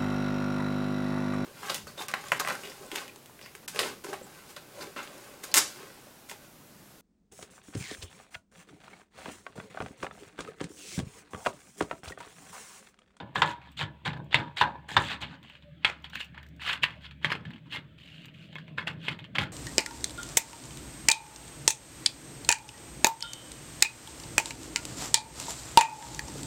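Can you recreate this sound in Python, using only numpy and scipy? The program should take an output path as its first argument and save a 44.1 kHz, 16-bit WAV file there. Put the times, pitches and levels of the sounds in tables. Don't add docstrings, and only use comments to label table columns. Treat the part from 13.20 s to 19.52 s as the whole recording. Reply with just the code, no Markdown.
import sys
import numpy as np
from scipy import signal
from scipy.io import wavfile
from scipy.ndimage import uniform_filter1d

SR = 44100
rng = np.random.default_rng(int(sys.argv[2]) if len(sys.argv) > 2 else 0)


def unload_audio(sound):
    columns = np.transpose(np.atleast_2d(sound))
    steps = np.round(np.clip(columns, -1, 1) * 32767)
    wavfile.write(sys.argv[1], SR, steps.astype(np.int16))


def boost(x):
    u = np.asarray(x, float) / 20
    return 10 ** u


N = 278712
LEAVES_BOWL_S, PRESSING_BEGINS_S = 2.5, 2.8


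def evened(x):
    return x / np.sqrt(np.mean(x ** 2) + 1e-20)


def slow_noise(size):
    once = uniform_filter1d(rng.standard_normal(N), size)
    return evened(uniform_filter1d(once, size))


def read(points, hz):
    f, value = np.transpose(points)
    return np.interp(np.log(hz + 1), np.log(f + 1), value)


def level_curve(points):
    s, db = np.transpose(points)
    return boost(np.interp(np.arange(N) / SR, s, db))


def add(mix, s, sound):
    part = mix[round(s * SR):][:len(sound)]
    part += sound[:len(part)]


def coloured(x, points):
    hz = abs(np.fft.fftfreq(8192, 1 / SR))
    log_gain = np.log(boost(np.maximum(read(points, hz), -100)))
    phase = -signal.hilbert(log_gain).imag
    taps = np.fft.ifft(np.exp(log_gain + 1j * phase)).real[:4096]
    return signal.oaconvolve(x, taps)[:N]


def narrow(hz, width, steady=0.):
    r = np.exp(-np.pi * width / SR)
    slow = rng.standard_normal(N) + 1j * rng.standard_normal(N)
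    for _ in range(2):
        slow = signal.lfilter([1], [1, -r], slow)
    slow = slow / abs(slow) ** np.clip(steady, 0, 1)
    return evened((slow * np.exp(2j * np.pi * hz * np.arange(N) / SR)).real)


def peaked(peak_s, db, rise_db_per_s, fall_db_per_s):
    t = np.arange(N) / SR - peak_s
    return boost(db + np.where(t < 0, rise_db_per_s * t, -fall_db_per_s * t))


def resonate(x, hz, width):
    turn = np.exp(2j * np.pi * np.cumsum(hz) / SR)
    r = np.exp(-np.pi * width / SR)
    return 2 * (turn * signal.lfilter([1 - r], [1, -r], x / turn + 1e-18)).real


# (start [s], length [s], relative level [dB], depth [dB], brightness [dB])
SCRAPES = [(-0.03, 0.014, -37, 14, -1), (0.146, 0.044, -40.5, 9.5, 17.5), (0.251, 0.053, -37.5, 0, 10.5),
           (0.41, 0.069, -54.5, 3.5, -1), (0.567, 0.03, -36, -14.5, 6.5), (0.586, 0.025, -29, 4.5, 4),
           (0.848, 0.023, -29, 3.5, 2.5), (0.953, 0.011, -53.5, 12.5, -6), (1.105, 0.028, -44, -8, -4),
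           (1.16, 0.033, -38, 10, 3), (1.363, .048, -29.5, -1.5, 5), (1.681, 0.058, -39, 2.5, 16),
           (1.782, 0.086, -39, -6, 22), (1.892, 0.045, -36.5, 9, 7), (2.005, .012, -33, -1, 8),
           (2.042, 0.1, -49.5, 5, 0.5), (2.23, .14, -55.5, -5, 2.5), (2.648, 0.039, -35, 9, 7),
           (3.14, 0.054, -58.5, 13, -21.5), (3.408, 0.048, -44, 12, 14), (3.803, 0.022, -53, -5, 0),
           (4.023, 0.019, -46, -1.5, 2), (4.26, 0.085, -58, 4.5, -6), (4.452, 0.016, -57.5, 4, -3),
           (4.53, 0.023, -36.5, 0.5, 6.5), (4.775, 0.26, -52, -12, 4), (5.134, .13, -55.5, -10, 5),
           (5.283, 0.12, -57, -19, -2), (5.414, 0.1, -62.5, -13, -7.5), (5.598, 0.02, -53, 5.5, 4),
           (5.824, 0.033, -42, -13, 2), (5.571, 0.013, -38.5, 9, -4), (5.666, 0.0047, -31.5, 6, 3),
           (5.902, 0.012, -39.5, 2, 1), (5.993, 0.031, -55, -3, -19), (6.147, .008, -33.5, 7, -1),
           (6.199, 0.023, -33, 3.5, 4)]
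# (peak time [s], build-up [s], relative level [dB], depth [dB], brightness [dB])
CRUNCH_RISES = [(0.52, 0.042, -57, -3, 14), (1.14, .03, -28.5, -5.5, -12.5), (1.924, 0.21, -30, -2.5, 2.5),
                (2.024, 0.017, -30, -8, -1.5), (2.431, 0.023, -60.5, 8, 6), (2.641, 0.045, -51, 4, -5.5),
                (2.844, 0.01, -39.5, 0, 1), (2.957, 0.033, -33, -9, 2), (3.008, 0.034, -33, -10, 9),
                (3.497, 0.092, -23, -1.5, -1), (3.538, 0.12, -28.5, -1, 4.5), (3.63, 0.015, -31, -14.5, 2),
                (3.853, 0.038, -40, -3, -1), (4.123, 0.11, -35.5, 9, -1), (4.531, 0.034, -31.5, -6, 0.5),
                (5.086, 0.0056, -53.5, -10, -31.5), (5.878, 0.087, -36, -3, 0)]


def pressure():
    bite_s, build_db, let_go_db_per_s = 0.0061, 22.5, 447.5
    dull_db_per_s = 202
    light_depth_db = -9.5
    settle_db, settle_db_per_s, settle_depth_db, settle_dull_db = -25, 148.5, 10, -2.5
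    burst_db, burst_rise_s, burst_db_per_s = -8.5, 0.0005, 849
    burst_depth_db_per_octave, burst_bright_db = -9.5, 0
    deep, bright, age = np.zeros((3, N))
    power = np.full(N, 1e-10)

    def stroke(s, db, rise_s, held_s, fall_db_per_s, depth_db, bright_db):
        t = np.arange(SR * 3 // 4) / SR - min(s, 0)
        s = max(s, 0)
        light = np.maximum(1 - t / rise_s, 0)
        on_db = db - build_db * light
        depth_db = depth_db + light_depth_db * light
        after = np.maximum(t - held_s, 0)
        main = boost(on_db - fall_db_per_s * after) ** 2
        settle = boost(on_db + settle_db - settle_db_per_s * after) ** 2
        add(power, s, main + settle)
        add(age, s, (main + settle) * np.maximum(t - rise_s, 0))
        add(deep, s, main * depth_db + settle * (depth_db + settle_depth_db))
        main_bright_db = bright_db - dull_db_per_s * after
        add(bright, s, main * main_bright_db + settle * (bright_db + settle_dull_db))

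    for s, length, db, depth_db, bright_db in SCRAPES:
        stroke(s, db, bite_s, bite_s + length, let_go_db_per_s, depth_db, bright_db)
    for s, build, db, depth_db, bright_db in CRUNCH_RISES:
        stroke(s - build, db, build, build, let_go_db_per_s, depth_db, bright_db)
    for s, db, hz, _ in SNAPS:
        depth_db = burst_depth_db_per_octave * np.log2(hz / 1700)
        stroke(s, db + burst_db, burst_rise_s, burst_rise_s, burst_db_per_s, depth_db, burst_bright_db)
    depth_db = np.clip(deep / power, -14, 14)
    bright_db = np.clip(bright / power, -14, 14)
    return np.sqrt(power), depth_db, bright_db, age / power


def crystals(per_s, spread_db, clump_db, cycles, depth_db, bright_db, count=32):
    clumps = boost(clump_db * slow_noise(70))
    top_db = np.where(np.arange(N) < PRESSING_BEGINS_S * SR, -3.5, 3.)
    out = np.zeros(N)
    for hz in np.geomspace(350, 16000, count):
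        turns = np.arange(0, 3 * cycles * SR / hz) * hz / SR
        grain = turns * np.exp(-3 * turns / cycles) * np.sin(2 * np.pi * turns)
        grain = grain * np.sqrt(hz) / np.linalg.norm(grain)
        chance, size, sign = rng.random((3, N))
        finer = max(hz / 2500, 1)
        hits = (chance < finer * per_s / SR) / np.sqrt(finer)
        hits = hits * boost(-spread_db * np.log(size + 0.0016)) * np.sign(sign - .5)
        tilt = np.interp(np.log(hz), np.log([1000, 2800, 4500, 7000]), [1, 0, 0, -1])
        tilt_db = max(tilt, 0) * depth_db + max(-tilt, 0) * bright_db + (hz > 9500) * top_db
        out += signal.oaconvolve(hits * boost(tilt_db), grain)[:N]
    return out * clumps / np.sqrt(per_s / SR * count * 5000)


# (frequency [Hz], relative level [dB], t60 [s])
BOWL_MODES = [(143, -4, 0.16), (317.6, -16, 0.35), (564, -13, 0.23), (813, -26, 0.18), (852.5, -0.5, 0.087),
              (936, -7.5, 0.062), (956, -13, 0.4), (1015, -0.5, 0.079), (1136, -18, 0.24),
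              (1290, -23, 0.13), (1522, -10, 0.15), (1621, -7.5, 0.12), (1722, -5, 0.22), (2560, -6, .06),
              (3600, -2.5, 0.038), (4180, -36.5, .04)]
# (frequency [Hz], relative level [dB], t60 [s])
TUB_MODES = [(594, -8.5, 0.027), (1057, -3, 0.064), (1750, 2, 0.011), (2162, 8.5, 0.045), (2560, 12, 0.021),
             (2970, -16.5, 0.0038), (3310, 6.5, 0.04), (4220, -9, .06), (4970, -8, 0.047)]


def ring(modes):
    t = np.arange(SR // 2) / SR
    out = sum(boost(db - 60 * t / t60) * np.sin(2 * np.pi * hz * t) for hz, db, t60 in modes)
    return out / np.linalg.norm(out)


def vessels(taps):
    in_bowl = np.arange(N) < LEAVES_BOWL_S * SR
    bowl = signal.oaconvolve(taps * in_bowl, ring(BOWL_MODES))
    tub = signal.oaconvolve(taps * ~in_bowl, ring(TUB_MODES))
    uneven_db = 5.84 * slow_noise(200)
    return (bowl + tub)[:N] * boost(uneven_db)


# (frequency [Hz], gain [dB])
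FROST_COLOUR = [(180, -28), (300, -13), (678, -9.5), (842, -1.5), (1190, -1.5), (1750, 2.5), (1900, 0),
                (2030, 0.5), (3030, -1), (4370, -8), (5520, -25), (7440, -22.5), (10600, -37.5),
                (15000, -36.5), (16000, -39)]


def crunch():
    level, depth_db, bright_db, age_s = pressure()
    frost = level * crystals(per_s=450, spread_db=3., clump_db=2.5, cycles=5.57,
                             depth_db=depth_db, bright_db=bright_db)
    hz = np.where(np.arange(N) < LEAVES_BOWL_S * SR, 3450, 3050) * (1 + .04 * slow_noise(6000))
    sag_hz_per_s = 1300
    hz = uniform_filter1d(hz - sag_hz_per_s * np.minimum(age_s, .3), size=300)
    hollow = boost(-.45 * depth_db + 0.5) * resonate(frost, hz, width=450)
    heard = boost(-2.0) * coloured(frost + hollow, FROST_COLOUR)
    return heard + boost(-25.0) * vessels(frost * boost(depth_db))


# (frequency [Hz], t60 [s])
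ROOM_DECAY = [(300, 0.2), (1000, 0.25), (3000, 0.11), (8000, 0.12)]


def room(x):
    out = np.zeros(N)
    for k in range(3):
        taps = np.zeros(SR // 2)
        at = np.arange(160, SR // 2 - 20, 20)
        at = at + rng.integers(0, 20, len(at))
        taps[at] = rng.choice([-1., 1.], len(at))
        hz, t, z = signal.stft(taps, SR, nperseg=256)
        decay = boost(-60 * t / read(ROOM_DECAY, hz)[:, None])
        tail = signal.istft(z * decay, SR, nperseg=256)[1]
        share = np.sqrt(2 / 3) * np.cos(np.pi * (np.arange(N) / SR * 9 + k / 3))
        out += signal.oaconvolve(x * share, tail / np.linalg.norm(tail))[:N]
    return out


def patchy(x, patchy_db):
    hz, _, z = signal.stft(x, SR, nperseg=1024, noverlap=768)
    field = uniform_filter1d(rng.standard_normal(z.shape), size=5, axis=0)
    field = evened(uniform_filter1d(field, size=14, axis=1))
    depth_db = patchy_db / (1 + (hz[:, None] / 2000) ** 2)
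    return signal.istft(z * boost(depth_db * field), nperseg=1024, noverlap=768)[1][:N]


# (frequency [Hz], gain [dB])
AIR_COLOUR = [(15, -42.5), (25, -45), (145, 0), (285, -6.5), (439, -35), (575, -18.5), (962, -30),
              (1520, -19), (3340, -19), (5570, -45.5), (8140, -42.5), (14800, -100.5), (16000, -56)]


def room_air():
    air = patchy(coloured(rng.standard_normal(N), AIR_COLOUR), patchy_db=7.0)
    return boost(-54.5) * evened(air)


# (frequency [Hz], gain [dB])
RUMBLE_COLOUR = [(35, -29), (60, -12), (139, 4), (187, -2.5), (257, -11), (312, -8), (344, -14.5),
                 (500, -19), (650, -15), (1100, -120)]


def rumble():
    wood = evened(coloured(rng.standard_normal(N), RUMBLE_COLOUR))
    return wood, narrow(hz=152.8, width=14.0, steady=0.34)


# (time [s], level [dB])
LOW_DRONE = [(0.0, -70), (0.5, -56.5), (1.2, -58), (2.0, -58.5), (2.6, -62.5), (2.85, -53.5), (4.15, -56),
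             (4.9, -64.5), (5.2, -91), (6.25, -60)]
# (time [s], level [dB])
UPPER_DRONE = [(0, -84.5), (2.0, -55.5), (2.55, -64.5), (3.25, -54.5), (4.0, -56), (4.3, -53), (4.7, -56.5),
               (5.65, -46), (6.32, -50)]


def drones(wood, upper):
    low_hum = narrow(hz=72, width=2.8, steady=0.34)
    upper_hum = evened(wood + 0.42 * upper + .7 * narrow(hz=163.6, width=6.3, steady=.6))
    return level_curve(UPPER_DRONE) * upper_hum + level_curve(LOW_DRONE) * low_hum


# (peak time [s], level [dB])
THUDS = [(0.02, -40.5), (0.175, -35.5), (0.23, -35.5), (0.622, -36.5), (0.882, -32.5), (0.999, -39),
         (1.181, -32.5), (1.43, -41), (1.778, -31.5), (2.02, -51.5), (2.67, -50), (3.63, -48),
         (4.061, -41.5), (4.15, -43.5), (4.558, -44.5), (5.688, -45.5), (5.899, -46), (6.198, -33)]


def thuds(wood, upper):
    power = sum(peaked(s, db, rise_db_per_s=493, fall_db_per_s=144) ** 2 for s, db in THUDS)
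    return np.sqrt(power) * evened(wood + 0.36 * upper)


# (time [s], relative level [dB], centre frequency [Hz], ring of the vessel relative to the break [dB])
SNAPS = [(0.157, -15.5, 1055, -4), (0.219, -5, 975, -18), (0.932, -31.5, 813, -15), (1.128, -20, 3220, -11),
         (1.144, -3.5, 2070, -3), (1.412, -6, 930, -3), (1.69, -31.5, 1650, 2), (1.719, -46.5, 1770, 17),
         (1.766, -4, 988, -5.5), (2.026, -28.5, 2460, 2.5), (2.229, -41.5, 3400, -7.5),
         (2.246, -44.5, 690, -20), (2.299, -35.5, 2700, -21.5), (2.352, -39.5, 3260, -17.5),
         (2.424, -44.5, 3450, -5), (2.647, -5.5, 2700, -11), (2.702, -35, 4300, 0), (2.843, -29, 3280, -23),
         (2.901, -38, 3550, -38), (2.933, -33, 1610, -25), (2.955, -29.5, 1570, 0),
         (3.004, -21, 3540, -6.5), (3.044, -48, 3040, -11.5), (3.145, -41.5, 1800, 4),
         (3.178, -36, 1790, 2), (3.23, -41, 1750, -16), (3.263, -49, 1640, 4), (3.396, -38, 1750, -19),
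         (3.411, -43, 2660, -11.5), (3.634, -5.5, 2730, -21), (3.706, -34.5, 3140, -19),
         (3.91, -35.5, 2560, -42), (4.023, -52, 2550, -15), (4.046, -12.5, 1920, 1),
         (4.065, -30, 1700, -13.5), (4.103, -22.5, 2550, -8), (4.118, -16.5, 1750, 2.5),
         (4.152, -27.5, 2560, 0), (4.252, -36.5, 2180, -44), (4.306, -39.5, 1750, -2),
         (4.334, -40, 2550, -24), (4.36, -44, 2970, -1), (4.381, -47, 2160, -19), (4.57, -33.5, 3310, 9.5),
         (5.046, -39.5, 3480, -14), (5.055, -40, 3500, -27), (5.083, -40, 2580, -19),
         (5.328, -39, 2900, -14), (5.356, -42, 1750, 18), (5.384, -32, 1690, -9), (5.48, -41, 2270, -6),
         (5.583, -21.5, 1570, 6), (5.673, -20.5, 2720, 6), (5.883, -18, 2560, 3.5), (5.99, -34, 2470, -8),
         (5.998, -49, 2660, -12), (6.042, -33, 2800, -38), (6.154, -20, 2500, -8), (6.184, -9, 2250, -5)]


def snaps():
    cracks, clicks, trail, taps = np.zeros((4, N))
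    t = np.arange(SR // 3) / SR
    for s, db, hz, ring_db in SNAPS:
        rise = 1 - np.exp(-t * hz / 0.39)
        crack = rise * np.exp(-t * hz / 2.77) * np.sin(2 * np.pi * hz * t)
        add(cracks, s, boost(db + 1.5) * crack)
        add(clicks, s, boost(db) * np.exp(-t[:90] / 0.0011) * rng.uniform(-0.89, 1, size=90))
        add(trail, s, boost(db - 19.5 - t / 0.0007))
        add(taps, s, boost([db + ring_db]))
    crumbs = trail * crystals(per_s=630, spread_db=4.0, clump_db=2.5, cycles=3.6,
                              depth_db=8.0, bright_db=2.0)
    # (frequency [Hz], gain [dB])
    blunt = [(20, 2.0), (3800, -7.0), (6000, -32), (20000, -50)]
    ring_out = coloured(vessels(taps), blunt)
    return coloured(cracks + boost(3.5) * clicks + crumbs, FROST_COLOUR) + boost(13.5) * ring_out


# (time [s], relative level [dB])
TICKS = [(0.5177, -56), (0.9752, -62), (1.044, -60), (2.2298, -56), (2.2964, -58), (2.823, -59),
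         (2.8986, -50.5), (2.9534, -39), (3.0457, -48), (3.0554, -57), (3.2296, -55.5), (3.266, -57),
         (3.2874, -55), (3.3638, -58), (3.8182, -63), (3.9095, -75), (4.3051, -59), (4.3605, -67),
         (4.3836, -75), (5.0568, -47), (5.3532, -53), (5.3844, -70), (5.4799, -68), (5.7329, -61),
         (5.9878, -61), (6.0034, -65), (6.0397, -75)]
# (frequency [Hz], gain [dB])
TICK_COLOUR = [(1500, -24), (4000, 0), (8000, 0.5), (11000, -22), (15000, 2), (16000, -15)]


def ticks():
    out, t = np.zeros(N), np.arange(300) / SR
    for s, db in TICKS:
        noise = rng.uniform(-1.3, 1, 300)
        add(out, s, boost(db + 6.0) * np.exp(-t / 0.0021) * noise)
    return coloured(out, TICK_COLOUR)


def faint_tone():
    swell = peaked(2.49, -57.5, rise_db_per_s=104.5, fall_db_per_s=193.5)
    return swell * narrow(hz=582, width=22)


def scene():
    frost = crunch() + snaps() + ticks()
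    wood, upper = rumble()
    background = room_air() + drones(wood, upper) + thuds(wood, upper) + faint_tone()
    return (frost + boost(-10.0) * room(frost) + background)[None]


def suppressed(x, margin_db, cut_db):
    hz, _, z = signal.stft(x, SR, nperseg=1024, noverlap=768)
    power = uniform_filter1d(uniform_filter1d(abs(z) ** 2, size=9, axis=0), size=5, axis=1)
    power_db = 10 * np.log10(power + 1e-20)
    over_db = power_db - np.percentile(power_db, 15, axis=1, keepdims=True)
    above_bass = np.clip(hz[:, None] / 150 - 1.5, 0, 1)
    share = np.clip(1.5 - over_db / margin_db, 0, 1) * above_bass
    return signal.istft(z * boost(-cut_db * share), nperseg=1024, noverlap=768)[1][:N]


def low_pass(x):
    return signal.sosfilt(signal.butter(12, 16470, fs=SR, output="sos"), x)


def record(dry):
    cut = signal.sosfilt(signal.butter(8, 66, "high", fs=SR, output="sos"), dry[0])
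    cut = signal.sosfilt(signal.ellip(8, .5, 40, 15600, fs=SR, output="sos"), cut)
    cut = .98 * np.tanh(cut / .98)
    # (frequency [Hz], gain [dB])
    hiss_colour = [(10, -5.5), (60, -1), (200, -26), (8000, -43.5), (16000, -33.5), (20000, -66.5)]
    hiss = evened(coloured(rng.standard_normal(N), hiss_colour))
    mix = suppressed(cut, margin_db=2.5, cut_db=1.5) + boost(-76) * hiss
    return low_pass(mix)


dry = scene()
out = record(dry)
unload_audio(out)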